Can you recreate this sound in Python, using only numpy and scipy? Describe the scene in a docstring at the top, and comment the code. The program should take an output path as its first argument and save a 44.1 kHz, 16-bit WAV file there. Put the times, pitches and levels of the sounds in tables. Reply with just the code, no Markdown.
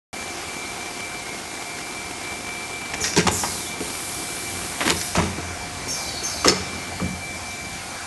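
"""A pneumatic bagging machine runs one cycle in a factory hall, amid motor whine, hum and leaking air.
Near 3 s the bag opener slams into its stops, ringing the steel frame, and valves vent with whistles
that fall with the cylinder pressure. From 3.8 s an air jet holds the bag open; near 4.8 s the pusher
scrapes over its bed and strikes home. More valves vent, and near 6.5 s the sealing clamp clashes
shut. A few lighter knocks follow, and the motor whines on."""
import sys
import numpy as np
from scipy import signal
from scipy.fft import rfft, irfft, next_fast_len
from scipy.io import wavfile
from scipy.ndimage import uniform_filter1d, map_coordinates

SR = 44100
rng = np.random.default_rng(int(sys.argv[2]) if len(sys.argv) > 2 else 0)


def to_wav(sig):
    """Store sig (one row per channel, or 1-D mono) as 16-bit WAV at the path in sys.argv[1].

    Samples outside -1..1 are clipped; the rate is SR.
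    """
    pcm = np.clip(np.atleast_2d(sig), -1, 1) * 32767
    pcm = np.round(pcm).astype(np.int16)
    wavfile.write(sys.argv[1], SR, pcm.T)  # frames by channels


N = 355446

# Valve exhausts: (time [s], length [s], hold [s], first pitch [Hz], limit pitch [Hz],
# half-emptying time [s], relative whistle level [dB], its fall [dB/s],
# lower whistle against it [dB], relative puff level [dB], its fall [dB/s])
VENTS = [(3.005, 0.046, .014, 6800, 3020, .07, -30.5, 20, -5, -30.5, 10),
         (3.312, 0.35, .024, 8060, 1705, .125, -33, 25, -2.5, -26, 15.5),
         (4.96, 0.03, 0.023, 5920, 4000, 0.13, -37.5, 42, -2, -31, 45),
         (5.877, 0.32, 0.037, 6350, 3795, .07, -33, 15, -1, -30.5, 35),
         (6.23, 0.25, .028, 6330, 3804, .07, -34, 25, -1.5, -32.5, 23)]
# Modes of the steel at the bag opener: (frequency [Hz], relative level [dB], t60 [s])
OPENER_MODES = [(86.4, -25.5, .2), (176, -7.5, 0.13), (210, -10, .13), (261, -13, 0.082), (349, -11, 0.082),
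                (428, -13.5, 0.14), (848, -16, 0.098), (951, -12.5, 0.12), (1117, -18, 0.15),
                (1591, -15, 0.21), (1890, -20, .16), (2790, -20, .13), (3630, -14, 0.14), (5450, -20, .12),
                (5938, -22, .13), (6304, -24, .13)]


def blows(bounce_s=.0135, dulling_db_per_octave=2.7):
    """Inelastic impact: opener, pusher and clamp hit their stops, each blow with one duller rebound."""
    # Blows of each part: (time [s], relative level [dB], tilt [dB/octave], body frequency [Hz],
    # body boost [dB], rattle t60 [s], rebound against the blow [dB])
    opener_blows = [(2.937, -40.5, 4, 1320, 13.5, 0.054, -13), (2.996, -46.5, -4, 330, 7.5, .15, -4),
                    (3.04, -36.5, 3.5, 2320, 6.3, 0.21, -3), (3.135, -41, 4, 2000, 8, 0.055, -20),
                    (3.163, -24.5, 1.3, 364, 7.5, 0.19, -9), (3.177, -25, -0.5, 200, 12.5, 0.094, -23),
                    (3.192, -30.5, 2, 1900, 8.5, .06, -4), (3.243, -41, -3, 172, 11, 0.14, -10),
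                    (3.268, -23.5, 1.3, 656, 9.5, 0.074, -2), (3.31, -40.5, -3.5, 220, 10, .1, -11),
                    (3.433, -35.5, -1.5, 950, 14.5, 0.062, -7),
                    (3.8037, -35.5, -1.3, 300, 12.7, 0.054, -16.5)]
    pusher_blows = [(4.806, -38, -0.5, 1310, 18, 0.14, -12), (4.862, -39, -0.5, 390, 16, 0.1, -2.5),
                    (4.878, -33, 0, 1900, 11, .073, 0.5), (4.8987, -25, 2, 4200, 3, 0.017, -6),
                    (4.904, -24.5, 1.5, 3000, 12, 0.018, -7), (4.921, -38.5, -1.5, 330, 12, 0.073, -14),
                    (5.013, -33.5, 3.5, 3000, 5.5, .016, -20), (5.1505, -29, -0.5, 750, 7.7, 0.086, -4.5),
                    (5.159, -32, 2, 3000, 4, .05, -6), (5.168, -30, -2, 148, 7.7, 0.32, -10),
                    (5.183, -31.5, -2, 850, 11.2, 0.16, -19), (5.222, -36.5, -1.5, 200, 5.2, 0.6, -19),
                    (5.379, -45, -1, 400, 11.6, 0.39, -12)]
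    clamp_blows = [(6.4448, -28, 1, 850, 12.2, 0.1, -7), (6.458, -27, 0.3, 360, 13.8, 0.083, -6),
                   (6.473, -32, 2.5, 2010, 8.4, .08, -12), (6.4815, -21.5, 3.1, 382, 9.7, 0.079, -4.5),
                   (6.521, -29, -1, 420, 9, 0.044, -16), (6.594, -48.5, -5, 150, 6, 0.18, -18),
                   (6.999, -36.5, -3, 676, 10.5, 0.051, -11), (7.017, -45, -2, 142, 23.7, 0.23, -13),
                   (7.051, -47, -1.5, 121, 13.5, 0.33, -14)]
    # Modes of the steel at each part: (frequency [Hz], relative level [dB], t60 [s])
    pusher_modes = [(86, -13.5, 0.43), (165.5, -18, 0.17), (212, -15.5, 0.29), (326, -16, 0.17),
                    (696, -15, 0.093), (936, -18, 0.089), (1283, -17.5, 0.12), (1575, -15, 0.083),
                    (2120, -30, 0.14), (2880, -14, .11), (3660, -18, 0.43), (3750, -16, .4),
                    (4620, -14, .2)]
    clamp_modes = [(91, -18.5, 0.16), (139.6, -15.5, 0.38), (188, -10.5, 0.18), (290, -13, 0.099),
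                   (364, -13, .08), (431, -8, 0.11), (515, -14.5, .1), (1140, -12, 0.14), (1263, -10, 0.13),
                   (2035, -18, 0.11), (2910, -21, 0.15), (4475, -12, .14), (5177, -15, .05),
                   (6150, -22, .15)]
    out = np.zeros(N)
    parts = (opener_blows, OPENER_MODES), (pusher_blows, pusher_modes), (clamp_blows, clamp_modes)
    for rows, modes in parts:
        for s, db, tilt, body_hz, body_db, t60, rebound_db in rows:
            add(out, s, contact(modes, db, tilt, body_hz, body_db, t60))
            rebound = contact(modes, db + rebound_db, tilt - dulling_db_per_octave, body_hz, body_db, t60)
            add(out, s + bounce_s, rebound)
    return out


def contact(modes, db, tilt, body_hz, body_db, t60, attack_s=.00041, snap_s=.00069, pivot_hz=900):
    """Impulse excitation: a blow rattles loose fittings and rings damped modes; harder is brighter."""
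    # Bands of base, frame, table, panels, guides and stops: (low edge [Hz], high edge [Hz], share [dB])
    part_bands = [(63.6, 119, -5), (136.6, 256, -1.5), (254, 460, -0.5), (580, 1396, 1), (1200, 2600, 0.5),
                  (3500, 6900, 1)]
    t = np.arange(SR // 2) / SR
    mode_hz, mode_db, mode_t60 = np.transpose(modes)[:, :, None]
    rattle = unit(rng.standard_normal(len(t)) * amp(-4 * wobble(362, len(t))))
    snap_db = 2 * np.exp(-t / snap_s)
    rattle *= amp(snap_db - 60 * t / t60)
    freedom = min(t60 / .13, 1)  # a short blow presses on the steel and weakens its modes
    strength = amp(mode_db - 2 + rng.normal(0, 3, mode_hz.shape)) * freedom
    phase = 2 * np.pi * (mode_hz * t + rng.random(mode_hz.shape))
    ring = np.sum(strength * amp(-60 * t / mode_t60) * np.sin(phase), axis=0)
    shake = (rattle + ring) * (1 - np.exp(-t / attack_s))
    size = np.linalg.norm(amp(-60 * t / t60))  # a longer rattle carries more energy
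    out = np.zeros(len(t))
    for low_hz, high_hz, share_db in part_bands:
        centre_hz = np.sqrt(low_hz * high_hz)
        boost_db = body_db * np.exp(-(np.log2(centre_hz / body_hz) / .99) ** 2)
        colour_db = share_db + tilt * np.log2(centre_hz / pivot_hz) + boost_db
        part = band(shake, low_hz, high_hz)
        out += amp(db + colour_db) * size * part / np.linalg.norm(part)
    return out


def jaws(clash_s=6.4822, attack_s=.00044):
    """Beating of close modes: the clamp's steel jaws clash brightly and shimmer on."""
    # Mode clusters of the jaws: (frequency [Hz], width [Hz], level [dB], t60 [s])
    clusters = [(1550, 145, -37, .5), (2096, 220, -32, .55), (4350, 340, -20, .06), (4620, 176, -28, 0.45),
                (5220, 320, -9, .06), (5160, 260, -30.5, 0.43), (6650, 220, -35, .5), (7100, 300, -31, .25)]
    out, t = np.zeros(N), np.arange(SR) / SR
    ring = sum(amp(db - 60 * t / t60) * narrow(2 * np.pi * hz * t, width)
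               for hz, width, db, t60 in clusters)
    add(out, clash_s, ring * (1 - np.exp(-t / attack_s)))
    return out


def valve_thuds(lead_s=.006):
    """Soft impact: each valve shifts with a dull thud just before it vents."""
    out = np.zeros(N)
    for s, *_, puff_db, _ in VENTS:
        thud = contact(OPENER_MODES, puff_db - 11, tilt=-3, body_hz=334, body_db=6.5, t60=.086)
        add(out, s - lead_s, thud)
    return out


def exhausts(lower_ratio=.87, rise_s=.0034, pressure_span_db=8.5):
    """Flow tones: a venting cylinder puffs and sings two whistles that hold, then sink with pressure."""
    def sing(phase):
        return unit(narrow(phase, width_hz=90) * amp(3.2 * wobble(40, len(phase))))

    whistles, puffs = np.zeros(N), np.zeros(N)
    for s, length, hold, first_hz, limit_hz, emptying, db, fall, lower_db, puff_db, puff_fall in VENTS:
        t = np.arange(int((length + .1) * SR)) / SR
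        onset = 1 - np.exp(-t / rise_s)
        pressure = 1 / (1 + np.maximum(t - hold, 0) / emptying)
        phase = 2 * np.pi * np.cumsum(limit_hz + (first_hz - limit_hz) * pressure) / SR
        upper = sing(phase)
        lower = amp(lower_db) * pressure ** .28 * sing(lower_ratio * phase)
        breath = amp(-1) * pressure * narrow(phase, width_hz=1100)
        whistle_gate = onset * np.clip((length - t) / .069 + 1, 0, 1)
        whistle_db = db - fall * t - pressure_span_db * (1 - pressure)
        add(whistles, s, whistle_gate * amp(whistle_db) * (upper + lower + breath))
        hiss = unit(band(rng.standard_normal(len(t)), 5100, 12400))
        puff_gate = onset * np.clip((length - t) / .1 + 1, 0, 1)
        add(puffs, s, puff_gate * amp(puff_db - 3 - puff_fall * t) * hiss)
    return whistles + amp(1) * frame_echo(whistles) + puffs


def slide(catch_db=3, catches_per_s=260):
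    """Stick-slip friction: the pusher grates over its bed in quick, uneven catches."""
    # Course of the scrape: (time [s], relative level [dB])
    levels = [(4.79, -35), (4.81, -23), (4.84, -27.5), (4.86, -22.5), (4.9, -18.5), (4.93, -23.5),
              (4.96, -67)]
    # Friction spectrum: (frequency [Hz], relative density [dB])
    spectrum = [(59, -43), (100, -13), (345, -3.5), (620, -14.5), (900, -10.5), (1500, -12.5), (2800, -15),
                (11100, -26), (12000, -30), (15600, -66), (22000, -120)]
    grate = filtered(rng.standard_normal(N), lambda hz: amp(along(spectrum, hz)))
    return amp(curve(levels) - 1.5) * unit(grate * amp(catch_db * wobble(catches_per_s)))


def jets(on_s=3.77, off_s=5.08, attack_s=.046, release_s=.27, leak_db=-40, jet_db=-34):
    """Turbulent jet noise: air leaks throughout, and blows louder and brighter to hold the bag open."""
    # Jet spectrum: (frequency [Hz], relative density [dB])
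    spectrum = [(1500, -14), (3000, -5), (4200, -0.5), (6500, 1), (8500, 2), (9700, 1.5), (10400, -3.5),
                (11400, -0.5), (12000, -16.5)]
    t = np.arange(N) / SR
    opening = np.clip(np.minimum((t - on_s) / attack_s, 1 - (t - off_s) / release_s), 0, 1)
    db = leak_db + (jet_db - leak_db) * opening + .4 * wobble(3.99)
    fizz_db = -40 + 9.7 * (db - jet_db)  # the top treble grows steeply with the flow
    fizz = unit(band(rng.standard_normal(N), 8500, 12400))
    return amp(db) * rush(spectrum, patchy_db=.7) + amp(fizz_db) * fizz


def frame_echo(x, t60=.55):
    """Multiple reflection among the machine's panels lets each pitch of a whistle linger."""
    t = np.arange(SR // 2) / SR
    tail = rng.standard_normal(len(t)) * amp(-60 * t / t60)
    return signal.fftconvolve(x, tail / np.linalg.norm(tail))[:N]


def hall(x):
    """Diffuse reverberation: the hall answers after a short delay, and the high treble dies first."""
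    # Reverberation time: (frequency [Hz], t60 [s])
    decay_times = [(100, 1.6), (500, 1.02), (2000, 1.5), (6000, 0.66), (12000, 0.26)]
    hz, t, spectra = signal.stft(rng.standard_normal(SR), SR, nperseg=256)
    tail = signal.istft(spectra * amp(-60 * t / along(decay_times, hz)[:, None]), SR, nperseg=256)[1]
    return signal.fftconvolve(np.pad(x, (SR // 80, 0)), tail / np.linalg.norm(tail))[:N]


def motor_whine(hz=2335.5, flutter_db=2, flutters_per_s=30):
    """Standing waves: a motor's fluttering whine fades briefly as the listener moves through nodes."""
    # Course of the whine between nodes: (time [s], level [dB])
    levels = [(.13, -40.5), (.28, -36.5), (.55, -37), (.8, -38.5), (1.05, -36), (1.32, -36), (1.6, -37.5),
              (2.05, -36.5), (2.3, -33), (2.6, -35), (3.0, -36), (3.35, -46), (3.57, -45), (3.72, -37.5),
              (3.85, -44.5), (4.5, -38.5), (4.7, -44.5), (5.05, -42.5), (5.2, -45), (5.62, -35.5),
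              (5.8, -41), (6.0, -37), (6.4, -43), (6.85, -38.5), (7.1, -35.5), (7.7, -36.5), (8.05, -39.5)]
    # Passages through nodes of the hall's standing waves: (time [s], half-width [s])
    nodes = [(.36, 0.045), (.44, .012), (.735, .015), (.78, .012), (.855, .008), (.92, 0.021),
             (1.25, 0.029), (1.42, 0.12), (1.64, 0.011), (1.8, 0.03), (2.11, 0.028), (2.2, 0.053),
             (2.415, 0.029), (2.68, 0.017), (2.93, .008), (3.08, .015), (5.41, 0.014), (5.565, 0.036),
             (5.72, 0.049), (5.92, .03), (6.13, 0.033), (6.3, 0.018), (6.91, 0.02), (6.98, 0.021),
             (7.185, 0.022), (7.4, 0.035), (7.57, 0.012), (7.85, 0.13), (8, .012)]
    t = np.arange(N) / SR
    nulls = np.prod([(t - s) / np.hypot(t - s, width) for s, width in nodes], axis=0)
    flutter = amp(flutter_db * wobble(flutters_per_s))
    return amp(curve(levels)) * nulls * unit(flutter * drifting_tone(hz))


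def fan(tone_hz=2157, rush_band_hz=(2057, 2157), waver_db=5):
    """Tonal and turbulent flow noise: a fan sings a wavering tone with a narrow rush just below it."""
    # Course of the fan's tone: (time [s], level [dB])
    levels = [(.2, -47.5), (1.1, -46.5), (2.1, -47), (2.5, -52), (3.6, -50), (4.2, -52.5), (8, -51.5)]
    airflow = unit(band(rng.standard_normal(N), *rush_band_hz))
    tone = unit(amp(waver_db * wobble(16)) * drifting_tone(tone_hz))
    return amp(curve(levels)) * (tone + amp(-2.5) * airflow)


def hum(waver_db=2.5):
    """Line spectrum of rotation: motors and fans hum in weak, wavering tones."""
    # Hum lines: (frequency [Hz], relative level [dB])
    lines = [(45, -60.5), (75, -60), (90, -57.5), (346, -54), (521, -58), (700, -49.5), (716, -47),
             (785, -48.5), (1044, -55.5), (1307, -56), (1432, -54.5), (1568, -57.5)]
    return sum(amp(db - 1.7 + waver_db * wobble(6)) * drifting_tone(hz, 1.883) for hz, db in lines)


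def factory(split_hz=330):
    """Incoherent summation: far machines blend into rumble and din; a whir grows nearer the clamp."""
    # Spectrum of the hall's noise: (frequency [Hz], relative density [dB])
    spectrum = [(25, -27), (33, -36), (46, -5.5), (88, 1.5), (115, -4.5), (175, -2.5), (270, -4), (370, -5),
                (480, -4.5), (760, -1.5), (1100, -3.5), (1600, -7), (1850, -13), (2300, -6.5), (3000, -9.5),
                (6500, -6.5), (12000, -28)]
    # Course of each layer at the moving listener: (time [s], level [dB])
    rumble_levels = [(.5, -47.5), (2.3, -46.5), (4.2, -45), (5.65, -40), (6.8, -39.5), (7.7, -42)]
    din_levels = [(0.6, -37.5), (1.8, -40), (2.9, -40), (4.2, -40.5), (5.6, -36), (6.7, -34.5), (7.25, -39),
                  (8.06, -35)]
    whir_levels = [(3.5, -69), (4.4, -45), (5.6, -43), (8, -45.5)]
    noise = rush(spectrum, patchy_db=2.15)
    rumble = filtered(noise, lambda hz: 1 / (1 + (hz / split_hz) ** 4))
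    din = filtered(noise - rumble, lambda hz: 1 / np.hypot(1, hz / 7500))
    whir = band(rng.standard_normal(N), 1420, 2240)
    return (amp(curve(rumble_levels)) * unit(rumble) + amp(curve(din_levels) - .1) * unit(din)
            + amp(curve(whir_levels)) * unit(whir))


def rush(spectrum, patchy_db):
    """Coloured noise of rms 1, its gain varying in random patches of time and frequency."""
    spectra = signal.stft(rng.standard_normal(N), nperseg=512)[2]
    patches = uniform_filter1d(rng.standard_normal(spectra.shape), size=6, axis=0)
    patches = uniform_filter1d(patches, size=14, axis=1)
    noise = signal.istft(spectra * amp(patchy_db * unit(patches)), nperseg=512)[1][:N]
    return unit(filtered(noise, lambda hz: amp(along(spectrum, hz))))


def drifting_tone(hz, drift_hz=2):
    """Slow random frequency modulation of a sinusoid of rms 1."""
    return np.sqrt(2) * np.cos(2 * np.pi * np.cumsum(hz + drift_hz * wobble(8)) / SR)


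def narrow(phase, width_hz):
    """Quadrature modulation: narrow-band noise around a running phase."""
    return wobble(width_hz, len(phase)) * np.cos(phase) + wobble(width_hz, len(phase)) * np.sin(phase)


def wobble(rate, size=N):
    """A smooth random curve with rate knots a second."""
    knots = rng.standard_normal(int(size * rate / SR) + 4)
    return map_coordinates(knots, [np.arange(size) * rate / SR])


def amp(db):
    """Decibels to amplitude ratio."""
    return 10 ** (np.asarray(db) / 20)


def unit(x):
    """Normalisation to rms 1."""
    return x / np.sqrt(np.mean(x ** 2) + 1e-20)


def along(points, hz):
    """Interpolation of (frequency [Hz], value) points on a logarithmic axis."""
    knots_hz, values = np.transpose(points)
    return np.interp(np.log(hz + 1), np.log(knots_hz + 1), values)


def curve(points):
    """Interpolation of (time [s], level [dB]) points at every sample."""
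    return np.interp(np.arange(N) / SR, *np.transpose(points))


def filtered(x, response):
    """Zero-phase filtering by a gain that depends on frequency."""
    size = next_fast_len(N + SR // 2)
    return irfft(rfft(x, size) * response(np.fft.rfftfreq(size, 1 / SR)), size)[:N]


def band(x, low_hz, high_hz):
    """Causal band-pass filtering."""
    return signal.sosfilt(signal.butter(2, [low_hz, high_hz], 'band', fs=SR, output='sos'), x)


def add(track, s, sound):
    """Superposition of a sound on the track at time s."""
    part = track[round(s * SR):][:len(sound)]
    part += sound[:len(part)]


def scene():
    """Superposition: the near machine, its booming echo and the factory, alike in both channels."""
    metal = amp(4) * (blows() + valve_thuds()) + slide() + jaws()
    air = exhausts()
    echo = hall(amp(-16) * metal + amp(-6) * air)
    boom = amp(-13) * hall(band(metal, 59, 215))
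    mono = metal + air + echo + boom + jets() + motor_whine() + fan() + hum() + factory()
    return np.array([mono, mono])


def record(dry, start_s=.13, ceiling=.68, top_hz=11850):
    """Saturation and band limiting: after a brief silence, peaks are rounded and the top treble cut."""
    x = dry[0] * (np.arange(N) / SR >= start_s)
    x = x / (1 + (x / ceiling) ** 6) ** (1 / 6)
    x = filtered(x, lambda hz: 1 / np.hypot(1, (hz / top_hz) ** 100))
    return np.array([x, x])


dry = scene()
out = record(dry)
to_wav(out)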